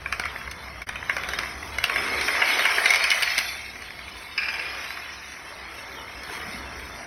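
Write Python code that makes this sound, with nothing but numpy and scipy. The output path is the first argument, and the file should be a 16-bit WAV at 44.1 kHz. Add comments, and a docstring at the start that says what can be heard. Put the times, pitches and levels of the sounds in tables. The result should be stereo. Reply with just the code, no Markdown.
"""Folded playing cards topple like dominoes across the tiled floor of a large hall, heard in mid-side stereo.
A single file clacks over, fans out into a broad dense clatter, then narrows and runs off into the distance.
Slaps are noise bursts through card resonances; the mass of cards is random clicks and rubbing noise, filtered.
A narrow file rings higher on its own resonances; soft thuds lie under the distant cards.
Floor and walls return a short echo, over the low rumble and airy rush of the ventilation."""
import sys
import numpy as np
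from scipy import signal
from scipy.fft import rfft, irfft, next_fast_len
from scipy.io import wavfile
from scipy.ndimage import uniform_filter1d

SR = 44100
rng = np.random.default_rng(int(sys.argv[2]) if len(sys.argv) > 2 else 0)


def generate_wav(signal):
    """Clip the signal to [-1, 1] and save it as 16-bit WAV at the path in sys.argv[1]."""
    frames = np.transpose(np.atleast_2d(signal))
    scaled = np.clip(frames, -1, 1) * 32767
    pcm = np.round(scaled).astype(np.int16)
    wavfile.write(sys.argv[1], SR, pcm)


N = 311346
TIME = np.arange(N) / SR

# loudest slaps of the leading cards, levels before the offsets in slaps():
# start_s, spread_ms (of the landing), low_ring_db, main_ring_db, ring_hz, tick_db
SLAPS = [(0.0595, 2.2, -26, -24.5, 2400, -50), (0.1251, 1.1, -22.5, -21.5, 2310, -29.5),
         (0.1962, 3, -23.5, -25.5, 2200, -28), (0.2156, 0.76, -36, -45, 2050, -56),
         (0.2374, 2.6, -41, -26, 2090, -50.0), (0.2541, 2.1, -26.5, -26.5, 2210, -36),
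         (0.3601, 3.1, -30, -32, 2050, -58.5), (0.4137, 2.9, -35, -37, 2120, -65),
         (0.475, 4.2, -32.5, -31.5, 2100, -59), (0.5126, 1.8, -38, -36, 2200, -34),
         (0.6822, 1.7, -43.5, -38, 2200, -49), (0.8178, 3.7, -35, -29.5, 2140, -40),
         (0.8889, 5.1, -27, -31, 2360, -33), (0.9561, 2.5, -34.5, -29, 2260, -42.5),
         (1.026, 4.3, -33.5, -37, 2050, -57), (1.096, 1.5, -21.5, -19.5, 2060, -37),
         (1.1137, 4.3, -45, -32, 2130, -61), (1.1661, 3.0, -24, -26.5, 2280, -32.5),
         (1.1808, 4, -33.0, -30, 2050, -39), (1.2347, 1.2, -30.5, -30, 2380, -38),
         (1.2881, 4.3, -29, -40.0, 2060, -31), (1.3344, 2.7, -28.5, -28, 2070, -34),
         (1.3881, 2.8, -26.5, -28.5, 2360, -28), (1.4334, 2, -30, -32, 2000, -41),
         (1.4577, 2.8, -41, -32, 2080, -55), (1.6273, 3.3, -43.0, -32, 2030, -50),
         (1.7845, 2.3, -26.5, -21.5, 2100, -30.5), (1.8403, 1.5, -22.5, -16, 2620, -21.5),
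         (1.8965, 3.1, -23, -24.5, 2400, -34), (1.9596, 1.6, -26.0, -21, 2070, -36),
         (2.0837, 2, -40, -33, 2020, -40), (2.2123, 3.3, -31, -25, 2180, -28),
         (2.2822, 2.7, -26.5, -22.0, 2380, -31), (2.2881, 1.9, -22, -27.5, 2100, -41),
         (2.351, 1.4, -23, -28, 2270, -50), (2.4191, 4.6, -20, -15, 2060, -43.5),
         (2.497, 4.6, -26, -25.0, 2290, -49), (2.5928, 1.7, -22.5, -27, 2450, -31),
         (2.654, 0.7, -21.0, -15.5, 2110, -27.0), (2.7042, 0.8, -26, -32, 2190, -44),
         (2.7167, 0.89, -28, -25, 2510, -41), (2.7827, 1.4, -20.5, -23.5, 2210, -42.0),
         (2.8575, 5.3, -24, -13, 2150, -21.5), (2.9054, 2.3, -29, -13, 2150, -20),
         (2.9366, 1.2, -30.0, -18, 2220, -24), (2.9445, 2.2, -36, -19, 2090, -27.0),
         (2.9585, 0.92, -29, -25.5, 2140, -23), (3.0394, 5.4, -27, -18, 2520, -23),
         (3.1034, 3, -29.5, -28, 2080, -20), (3.1149, 1, -40, -14.5, 2200, -25),
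         (3.2233, 3.2, -27, -21, 2590, -21), (3.2305, 3.9, -37, -20.5, 2300, -23),
         (3.276, 1.5, -36, -21, 2160, -42.5), (3.3794, 3.6, -30, -19.5, 2100, -21),
         (3.387, 3.8, -28, -28, 2310, -22), (3.489, 4.4, -52, -29, 2250, -49),
         (3.756, 3.0, -41, -38, 2250, -48.5), (3.8197, 4.5, -42, -38, 2200, -44.0),
         (3.9055, 0.8, -41, -36, 2140, -47), (3.9909, 3.4, -44, -37.5, 2190, -57.5),
         (4.08, 1.5, -56.0, -34, 2180, -63), (4.7834, 1.4, -46, -35.5, 2310, -44.5),
         (4.8422, 2.3, -39, -36.5, 2100, -40), (4.9052, 2, -35, -33, 2100, -43),
         (4.97, 4.6, -33.5, -36.5, 2200, -53), (6.2336, 2.4, -41.0, -40, 2000, -40),
         (6.2966, 2.3, -35, -42.0, 2060, -52), (6.3149, 1.7, -54, -52.0, 2460, -54),
         (6.3515, 1.6, -38.0, -43, 2190, -58), (6.415, 2.5, -36.5, -48, 2510, -47.5),
         (6.795, 3.7, -42, -40.5, 2160, -54)]
# how much is falling, as the level of the mass of cards: start_s, level_db
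FALL = [(0, -43), (.17, -42), (.25, -36.5), (.4, -40.5), (.71, -43), (1.05, -42.5), (1.2, -36.5),
        (1.42, -35), (1.55, -41.5), (1.8, -37.5), (2.0, -28), (2.25, -27.5), (2.5, -23.5), (3.05, -24.5),
        (3.42, -27.5), (3.65, -38.5), (4.35, -43), (4.58, -35), (4.95, -37), (5.15, -41), (6.18, -43),
        (6.33, -37), (6.5, -39), (7.06, -44)]
# air puffs as the falling front travels: start_s, lowest_hz, gain_db
FRONT = [(0, 325, 2.5), (.8, 550, 4), (1.25, 287, 3), (2.4, 287, 0.5), (2.8, 390, 0.5), (3.1, 577, -1.5),
         (3.4, 660, -8), (3.55, 700, -7.5), (4.2, 680, 0), (4.7, 340, 0), (5.25, 950, 0), (5.6, 317, 2.5),
         (6.35, 300, 3), (6.55, 215, 2.1), (7.06, 290, 5)]
# level of the treble of the mass of cards: start_s, gain_db
TREBLE = [(0, 0), (1.0, 0), (1.4, 1), (2.2, 2), (3.0, 2.5), (3.7, 0), (4.3, 1), (4.9, 0), (5.6, 0),
          (6.35, 0.5), (7.06, 0.5)]
# colour of the many small contacts: pitch_hz, gain_db
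CONTACT_COLOUR = [(150, -7), (400, -10), (700, -10.5), (1050, -7), (1650, -1.5), (2170, 9), (2480, 1.5),
                  (2800, -13.5), (3550, -7), (4500, -15.5), (8400, -9.5), (10000, -19), (15500, -35)]
# colour of a card edge striking: pitch_hz, gain_db
EDGE_COLOUR = [(1800, -13.5), (3000, 10), (5300, 4), (6500, 8), (8700, 7), (11500, -11), (15500, -13)]
# colour of the air squeezed from under a card: pitch_hz, gain_db
PUFF_COLOUR = [(100, -21.5), (330, -13.5), (520, -2.5), (720, 7), (880, -6.5), (1100, 10), (1400, -19),
               (2500, -44.5)]
# lower resonances of a slapped card: pitch_hz, width_hz, gain_db
LOW_MODES = [(1370, 210, -3), (1713, 570, -6.5)]
# main resonances of a slapped card: multiple (of its ring pitch), width_hz, gain_db
MAIN_MODES = [(1, 230, 1.5), (1.12, 260, -4.5), (1.33, 200, -10.5)]
# pitches at which the card edges ping: pitch_hz, gain_db
EDGE_PINGS = [(2670, -0.5), (2880, -29), (2955, -1), (3190, -3.5), (3347, -4.5), (3520, -3), (3720, -4),
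              (3950, -4.5), (4204, -6), (4360, -4), (4490, -27), (4778, -10), (5164, -1.5), (5337, -9),
              (5512, -5), (5879, -21.5)]
# moving treble resonance of the sliding cards, level before the offset in sheen(): start_s, pitch_hz, level_db
SHEEN = [(0, 5600, -58), (1.4, 5390, -50.5), (1.7, 5350, -49), (2.3, 5160, -35), (2.7, 4900, -43),
         (2.92, 4400, -28.5), (3.1, 4150, -34.5), (3.4, 4400, -32), (3.65, 4500, -51), (4.3, 4360, -53),
         (5.1, 5650, -45.5), (6.3, 5520, -51), (7.06, 5660, -45.5)]
# random swing of narrow ranges of pitch in the clatter, wider in the treble: pitch_hz, swing_db
SWING = [(600, 3), (1500, 1), (3000, 5), (6000, 6), (12000, 8)]
# hollow resonance of the air under the cards: pitch_hz, width_hz, gain_db
HOLLOW_MODES = [(723, 120, 0)]
# resonances of the narrow file as it starts; each is applied twice: pitch_hz, width_hz, gain_db
FILE_MODES = [(1180, 160, -10.5), (1630, 300, -3.5), (2400, 200, 3), (2590, 200, -2), (2840, 93, -9),
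              (3800, 900, -22), (4900, 230, -6.5), (5150, 220, -10)]
# cards of the narrow file slapping down: start_s, spread_ms (of the landing), level_db
FILE_SLAPS = [(4.3786, 1.6, -17.5), (4.4164, 5, -36), (4.4312, 4, -26), (4.4846, 5, -23.5),
              (4.5385, 5, -25.5), (4.5936, 5, -27), (4.654, 4, -30)]
# soft low thuds under the distant cards: start_s, pitch_hz, peak_db (of the envelope)
THUDS = [(6.48, 202, -35.5), (6.542, 212, -32), (6.60, 101, -40), (6.631, 67, -34)]
# background colour of the hall: pitch_hz, gain_db
HALL_COLOUR = [(20, -22), (40, -23), (52, -10), (63, -0.5), (80, -9), (125, -15.5), (200, -15.5),
               (400, -19), (800, -30.5), (2000, -34), (4000, -46), (15000, -50)]
# rumble of the hall, before the offset in hall_noise(): start_s, level_db
RUMBLE = [(0.0, -45.5), (2.16, -47), (2.52, -58), (3.9, -52.5), (5.41, -57), (6.76, -47), (7.06, -52)]
# filter on the side signal, the width of the sound field: pitch_hz, gain_db
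WIDTH = [(50, -18.5), (130, -8.5), (400, -8), (800, -5.5), (1300, -10), (1850, -14), (2300, -5.5),
         (3000, 2.5), (4500, -4.5), (5600, -2), (7300, -3.5), (10500, -6), (13500, 8), (15500, -19)]
# filter on the mid signal; the centre thins out in two treble bands: pitch_hz, gain_db
CENTRE = [(6100, -2.5), (6900, -37.5), (7800, -39.5), (8500, -11), (12200, 4.5), (13100, -35), (14200, -6),
          (14900, -4.5)]
# the level dips briefly: start_s, gain_db
DIP = [(.83, -1.5), (.85, -19), (.862, -34), (.868, 0)]

LEAD = 1024  # samples of brushing before a card strikes
BRUSH, BRUSH_S = .16, .004  # brushing a neighbour: share of the force, rise time (s)
# the two halves of a folded card: typical lag (s), opposing share of the force in the second
FOLD_LAG_S, FOLD_SHARE = 0.001483, 0.41
RING_HZ = 2200  # pitch of a typical card's ring in the patter
PUFF_DB = -6  # a slap's puff of air, relative to its low ring as listed (dB)
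# a single file falls at this level with this many contacts; more cards add contacts (doublings per dB)
SINGLE_DB, CONTACTS_PER_S, CONTACTS_PER_DB = -40, 900, 0.14
# narrow file: start (s), level before its surges (dB), fade (dB/s)
FILE_START_S, FILE_DB, FILE_FADE_DB_PER_S = 4.379, -29, 23
FILE_RISE_PER_S = 0.067  # pitch rise of the narrow file during its first second (share per s)
CUTOFF_HZ = 15900


def slaps(low_db=0.0, main_db=1.0, edge_db=4.0, side_db=-6.5, size=4096):
    """Each slap sounds the low and main rings of the cards, ticks at their edges and pushes out a puff of air."""
    out = np.zeros((2, N + size))
    t = (np.arange(size) - LEAD) / SR
    for s, spread_ms, low, main, ring_hz, tick in list(SLAPS) + patter():
        push = both_halves(landing(t, spread_ms), scatter=0.063)
        main_modes = [(k * ring_hz, width, db) for k, width, db in MAIN_MODES]
        low_ring = cut(resonate(push, LOW_MODES), [900, 2100], "band")
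        main_ring = cut(resonate(push, main_modes), [1800, 3500], "band")
        parts = [(low_ring, low + low_db),
                 (main_ring, main + main_db),
                 (colour(push, EDGE_COLOUR), tick + edge_db),
                 (colour(push, PUFF_COLOUR), low + PUFF_DB)]
        i = round(s * SR)
        out[:, i:i + size] += sum(at_peak(part, db, size=441) for part, db in parts)
    return out[:, LEAD:LEAD + N] * from_db([[0], [side_db]])


def patter(step_s=.068, jitter=.15, ring_db=-56.0, follows=1.0, spread_db=4.0,
           tick_below_db=-9.0, spread_ms=3.2, octaves=0.11, count=130):
    """Lesser cards fall at a fairly even pace, louder with the swell: rows like those of SLAPS."""
    pace, force, pitch = np.clip(rng.standard_normal((count, 3)), -2, 2).T
    times = np.cumsum(step_s * np.exp(jitter * pace))
    levels = ring_db + follows * np.interp(times, TIME, swell_db()) + spread_db * force
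    rows = zip(times, levels, RING_HZ * 2 ** (octaves * pitch))
    return [(s, spread_ms, db, db, hz, db + tick_below_db) for s, db, hz in rows if s < TIME[-1]]


def landing(t, spread_ms, first=4.1, settle=0.3, settle_s=0.013):
    """Cards abreast brush neighbours, land within milliseconds from t = 0 and slide to rest: (mid, side)."""
    grains = rng.standard_normal((2, len(t))) * np.sqrt(rng.exponential(1, len(t)))
    brushing = BRUSH * np.exp(-abs(t) / BRUSH_S)
    impact = np.exp(-(t * 1000 / spread_ms) ** 2)
    sliding = settle * np.exp(-abs(t) / settle_s)
    push = grains * np.where(t < 0, brushing, impact + sliding)
    push[0, LEAD] += first  # the first touch, in the centre
    return push


def both_halves(pair, scatter=0.13):
    """The second half of a folded card lands just after the first, giving the clack its hollow colour."""
    lag = max(1, round(FOLD_LAG_S * np.exp(scatter * rng.standard_normal()) * SR))
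    second = np.pad(pair, [(0, 0), (lag, 0)])[:, :-lag]
    return pair - FOLD_SHARE * second


def rattle(per_s=50, above_db=0.5, spread_db=-0.5, centre_hz=2150, octaves=0.2, tick_below_db=-12.0, size=2560):
    """Lesser slaps at random moments stand just out of the mass, each with its own pitch and a small tick."""
    rings, ticks = np.zeros((2, 2, N + size))
    t = (np.arange(size) - LEAD) / SR
    slap_db = in_time(FALL)[0] + above_db
    starts = np.flatnonzero(rng.random(N) < per_s / SR)
    chances = np.clip(rng.standard_normal((len(starts), 2)), -2, 2)
    for i, (force, pitch) in zip(starts, chances):
        peak_db = slap_db[i] + spread_db * force
        modes = card_modes(centre_hz * 2 ** (octaves * pitch))
        ring = resonate(landing(t, spread_ms=1.74), modes)
        tick = rng.standard_normal((2, size)) * np.exp(-abs(t) / 0.0023)
        rings[:, i:i + size] += at_peak(both_halves(ring), peak_db)
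        ticks[:, i:i + size] += at_peak(tick, peak_db + tick_below_db)
    mixed = cut(rings, [950, 3400], "band") + cut(ticks, [3000, 7000], "band")
    return mixed[:, LEAD:LEAD + N]


def card_modes(ring_hz, uneven_db=3.0):
    """The resonances of a card that rings at this pitch; each landing excites them differently."""
    modes = list(LOW_MODES) + [(k * ring_hz, width, db) for k, width, db in MAIN_MODES]
    return [(hz, width, db + uneven_db * rng.standard_normal()) for hz, width, db in modes]


def clatter(ring_db=-42.5, ring_follows=1.086, tick_db=-44.5, tick_follows=0.81,
            puff_db=-40.5, puff_follows=0.81, uneven_db=2.0):
    """Countless contacts follow the swell: air puffs below, card rings in the middle, edge ticks above."""
    swell = swell_db()
    edge_hz, front_db = in_time(FRONT)
    per_s = CONTACTS_PER_S * 2 ** (CONTACTS_PER_DB * swell)
    cards = colour(contacts(per_s, spread_db=1.0, rub=1.0), CONTACT_COLOUR)
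    rings = unit(cut(cards, [1250, 3200], "band", order=4))
    ticks = unit(cut(cards, 4400, "high", order=4))
    ticks = ticks * treble_gain() * from_db(uneven_db * waver(rate_hz=5.5))
    air = colour(contacts(per_s, spread_db=0.0, rub=0.57), CONTACT_COLOUR)
    air = cut(air, 1366, "low", order=4)
    puffs = unit(moving_highpass(air, edge_hz)) * from_db(front_db)
    return (rings * from_db(ring_db + ring_follows * swell)
            + ticks * from_db(tick_db + tick_follows * swell)
            + puffs * from_db(puff_db + puff_follows * swell))


def contacts(per_s, spread_db, rub):
    """Random clicks of uneven size and direction over the noisy rub of sliding faces: (mid, side)."""
    sizes = from_db(spread_db * np.minimum(rng.exponential(1, N), 4))
    clicks = (rng.random(N) < per_s / SR) * sizes / np.sqrt(per_s)
    clicks = unit(clicks * rng.choice([-1, 1], (2, N)))
    return unit(clicks + rub * rng.standard_normal((2, N)))


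def edge_rings(per_s=750, spread_db=-0.5, width_hz=45, level_db=-44.5, follows=0.7):
    """Card edges ping briefly, each at one of many high pitches; their level follows the swell."""
    at = np.flatnonzero(rng.random(N) < per_s / SR)
    sizes = from_db(spread_db * np.minimum(rng.exponential(1, len(at)), 4))
    sizes = sizes * rng.choice([-1, 1], (2, len(at)))
    dealt = rng.integers(0, len(EDGE_PINGS), len(at))  # which pitch each contact excites
    out = 0
    for k, (hz, db) in enumerate(EDGE_PINGS):
        clicks = np.zeros((2, N))
        clicks[:, at[dealt == k]] = sizes[:, dealt == k]
        out = out + resonate(clicks, [(hz, width_hz, db)])
    return unit(out) * treble_gain() * from_db(level_db + follows * swell_db())


def sheen(width_hz=520, level_db=-4.5):
    """Sliding cards sing through a doubled treble resonance that sinks until about 3 s and later climbs."""
    hz, db = in_time(SHEEN)
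    push = contacts(900, spread_db=0.0, rub=0.13)
    singing = gliding(gliding(push, hz, width_hz), hz, width_hz)
    return unit(singing) * from_db(db + level_db)


def swinging(pair, span_hz=170, hold_s=0.091, size=2048):
    """Narrow ranges of pitch flare and fade at random; each keeps a mean squared gain of 1."""
    hz, _, frames = signal.stft(pair, SR, nperseg=size)
    chance = rng.standard_normal(frames.shape)
    # smooth the chance over neighbouring pitches, then over time
    for axis, steps in ((1, span_hz * size / SR), (2, 2 * hold_s * SR / size)):
        chance = signal.sosfilt(signal.butter(2, 1 / max(steps, 2), output="sos"), chance, axis=axis)
    swing_db = np.interp(hz, *np.transpose(SWING))[:, None]
    gain = from_db(swing_db * np.clip(chance / chance.std(), -3, 1.5))
    gain /= np.sqrt(np.mean(gain ** 2, axis=2, keepdims=True))
    return signal.istft(frames * gain, SR, nperseg=size)[1][:, :N]


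def hollow(level_db=-53.5, follows=0.82):
    """The trapped air rings low and gives the falling mass its weight."""
    push = contacts(600, spread_db=2.0, rub=.5)
    ringing = cut(resonate(push, HOLLOW_MODES), [450, 1100], "band")
    return unit(ringing) * from_db(level_db + follows * swell_db())


def swell_db():
    """How far the mass of falling cards stands above a single file, at every sample."""
    return in_time(FALL)[0] - SINGLE_DB


def treble_gain():
    """How strongly the card edges sound, at every sample."""
    return from_db(in_time(TREBLE)[0])


def narrow_file(side_db=4.5, surge=0.7, surge_s=0.022, attack_s=0.004):
    """Evenly stacked cards all ring alike as the narrow file runs down, surging with every slap."""
    age = TIME - FILE_START_S
    fade = from_db(FILE_DB - FILE_FADE_DB_PER_S * np.maximum(age, 0))
    level = np.clip(1 + age / attack_s, 0, 1) * fade
    kicks = np.zeros(N)
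    kicks[[round(s * SR) for s, _, _ in FILE_SLAPS]] = surge
    drive = 1 + signal.lfilter([1], [1, -np.exp(-1 / (surge_s * SR))], kicks + 1e-18)
    push = contacts(900, spread_db=-3.0, rub=1.0)
    rise = 1 + FILE_RISE_PER_S * np.clip(age, 0, 1)
    modes = 0
    for hz, width, db in FILE_MODES:
        once = gliding(push, hz * rise, width)
        modes = modes + from_db(db) * gliding(once, hz * rise, width)
    ringing = cut(modes, [1200, 6000], "band")
    return unit(ringing) * drive * level * from_db([[0], [side_db]])


def file_slaps(tick_below_db=-26.0, size=4096):
    """Cards of the narrow file share its resonances and hardly tick."""
    out = np.zeros((2, N + size))
    t = (np.arange(size) - LEAD) / SR
    for s, spread_ms, db in FILE_SLAPS:
        push = landing(t, spread_ms)
        rise = 1 + FILE_RISE_PER_S * (s - FILE_START_S)
        ring = 0
        for hz, width, gain_db in FILE_MODES:
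            once = resonate(push, [(hz * rise, width, gain_db)])
            ring = ring + resonate(once, [(hz * rise, width, 0)])
        tick = colour(push, EDGE_COLOUR)
        i = round(s * SR)
        out[:, i:i + size] += at_peak(ring, db, size=441) + at_peak(tick, db + tick_below_db, size=441)
    return out[:, LEAD:LEAD + N]


def low_thuds(rise_cycles=1.25, side=0.17):
    """Each soft thud is a low sine that swells and dies within a few cycles."""
    out = np.zeros(N)
    for s, hz, db in THUDS:
        cycles = np.maximum(TIME - s, 0) * hz
        envelope = cycles / rise_cycles * np.exp(1 - cycles / rise_cycles)
        out += from_db(db) * envelope * np.sin(2 * np.pi * cycles)
    return np.array([out, side * out])


def hall_echo(pair, t60_s, wet_db, dull_hz):
    """The hard floor and far walls return a diffuse, duller tail: decaying noise convolved with the mid."""
    t = TIME[:SR]
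    tail = rng.standard_normal((2, SR)) * from_db(-60 * t / t60_s) * (1 - np.exp(-t / 0.0022))
    tail = cut(tail / np.sqrt(np.sum(tail[0] ** 2)), dull_hz, "low", order=1)
    return from_db(wet_db) * signal.fftconvolve(pair[:1], tail, axes=1)[:, :N]


def hall_noise(rumble_db=5.0, air_db=-43.0):
    """Ventilation: an uneven low rumble under a steady rush of air, both filtered noise."""
    level_db, = in_time(RUMBLE)
    noise = unit(colour(rng.standard_normal((2, N)), HALL_COLOUR))
    rumble = unit(cut(noise, 200, "low", order=3)) * from_db(level_db + rumble_db)
    rush = cut(noise, 316, "high", order=3) * from_db(air_db)
    return rumble + rush


def from_db(db):
    """Decibels to gain."""
    return 10 ** (np.asarray(db) / 20)


def unit(pair):
    """Scale a (mid, side) pair so that its mid has rms 1."""
    return pair / np.sqrt(np.mean(pair[0] ** 2) + 1e-20)


def at_peak(pair, db, size=110):
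    """Scale a short sound so that the mid's loudest stretch of `size` samples has the given rms level."""
    return pair * from_db(db) / np.sqrt(uniform_filter1d(pair[0] ** 2, size).max())


def in_time(rows):
    """The columns of a curve at every sample."""
    s, *columns = np.transpose(rows)
    return [np.interp(TIME, s, c) for c in columns]


def waver(rate_hz, size=100):
    """Slow random drift with spread 1, drawn every `size` samples."""
    lowpass = signal.butter(2, rate_hz, fs=SR / size, output="sos")
    slow = signal.sosfilt(lowpass, rng.standard_normal(2 * N // size))
    slow = slow[-(N // size):]  # skip the filter's start
    return np.interp(np.arange(N) / size, np.arange(len(slow)), slow / slow.std())


def colour(x, spectrum):
    """Causal (minimum-phase) filter through pitch_hz, gain_db points, built from a folded cepstrum."""
    size = next_fast_len(x.shape[-1] // 2 + 2048) * 2
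    hz, db = np.transpose(spectrum)
    grid = np.maximum(np.arange(size // 2 + 1) * SR / size, 1)
    gain = from_db(np.interp(np.log(grid), np.log(hz), db))
    cepstrum = irfft(np.log(gain))
    cepstrum[1:size // 2] *= 2
    cepstrum[size // 2 + 1:] = 0
    return irfft(rfft(x, size) * np.exp(rfft(cepstrum)))[..., :x.shape[-1]]


def cut(x, hz, kind, order=2):
    """Butterworth filter."""
    return signal.sosfilt(signal.butter(order, hz, kind, fs=SR, output="sos"), x)


def resonate(x, modes):
    """Parallel two-pole resonances (pitch_hz, width_hz, gain_db) with alternating signs."""
    out = 0
    for k, (hz, width, db) in enumerate(modes):
        r = np.exp(-np.pi * width / SR)
        poles = [1, -2 * r * np.cos(2 * np.pi * hz / SR), r * r]
        gain = (-1) ** k * from_db(db) * (1 - r * r) / 2
        out = out + gain * signal.lfilter([1, 0, -1], poles, x + 1e-18)
    return out


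def gliding(x, hz, width_hz, size=1024):
    """A two-pole resonance whose pitch moves, block by block."""
    out, state = np.zeros_like(x), np.zeros((2, 2))
    r = np.exp(-np.pi * width_hz / SR)
    for i in range(0, N, size):
        poles = [1, -2 * r * np.cos(2 * np.pi * hz[i] / SR), r * r]
        out[:, i:i + size], state = signal.lfilter([1, 0, -1], poles, x[:, i:i + size], zi=state)
    return out * (1 - r * r) / 2


def moving_highpass(x, edge_hz, size=2048):
    """High-pass whose edge glides, block by block."""
    out, state = np.zeros_like(x), np.zeros((2, 2, 2))
    for i in range(0, N, size):
        sos = signal.butter(4, edge_hz[i], "high", fs=SR, output="sos")
        out[:, i:i + size], state = signal.sosfilt(sos, x[:, i:i + size], zi=state)
    return out


def scene():
    """Cards and hall as a mid and a side signal, turned into left and right."""
    mass = swinging(edge_rings() + sheen() + clatter())
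    cards = slaps() + rattle() + file_slaps() + narrow_file() + hollow() + mass
    echo = hall_echo(cards, t60_s=.28, wet_db=-8.5, dull_hz=5600)
    mid, side = cards + echo + hall_noise() + low_thuds()
    mid, side = colour(mid, CENTRE), colour(side, WIDTH)
    return np.array([mid + side, mid - side])


def record(dry):
    """The level dips once, peaks are rounded, the top is cut."""
    dip_db, = in_time(DIP)
    rounded = 1.248 * np.tanh(dry * from_db(dip_db) / 1.313)
    lowpass = signal.ellip(12, .1, 90, CUTOFF_HZ, fs=SR, output="sos")
    return signal.sosfilt(lowpass, rounded)


dry = scene()
out = record(dry)
generate_wav(out)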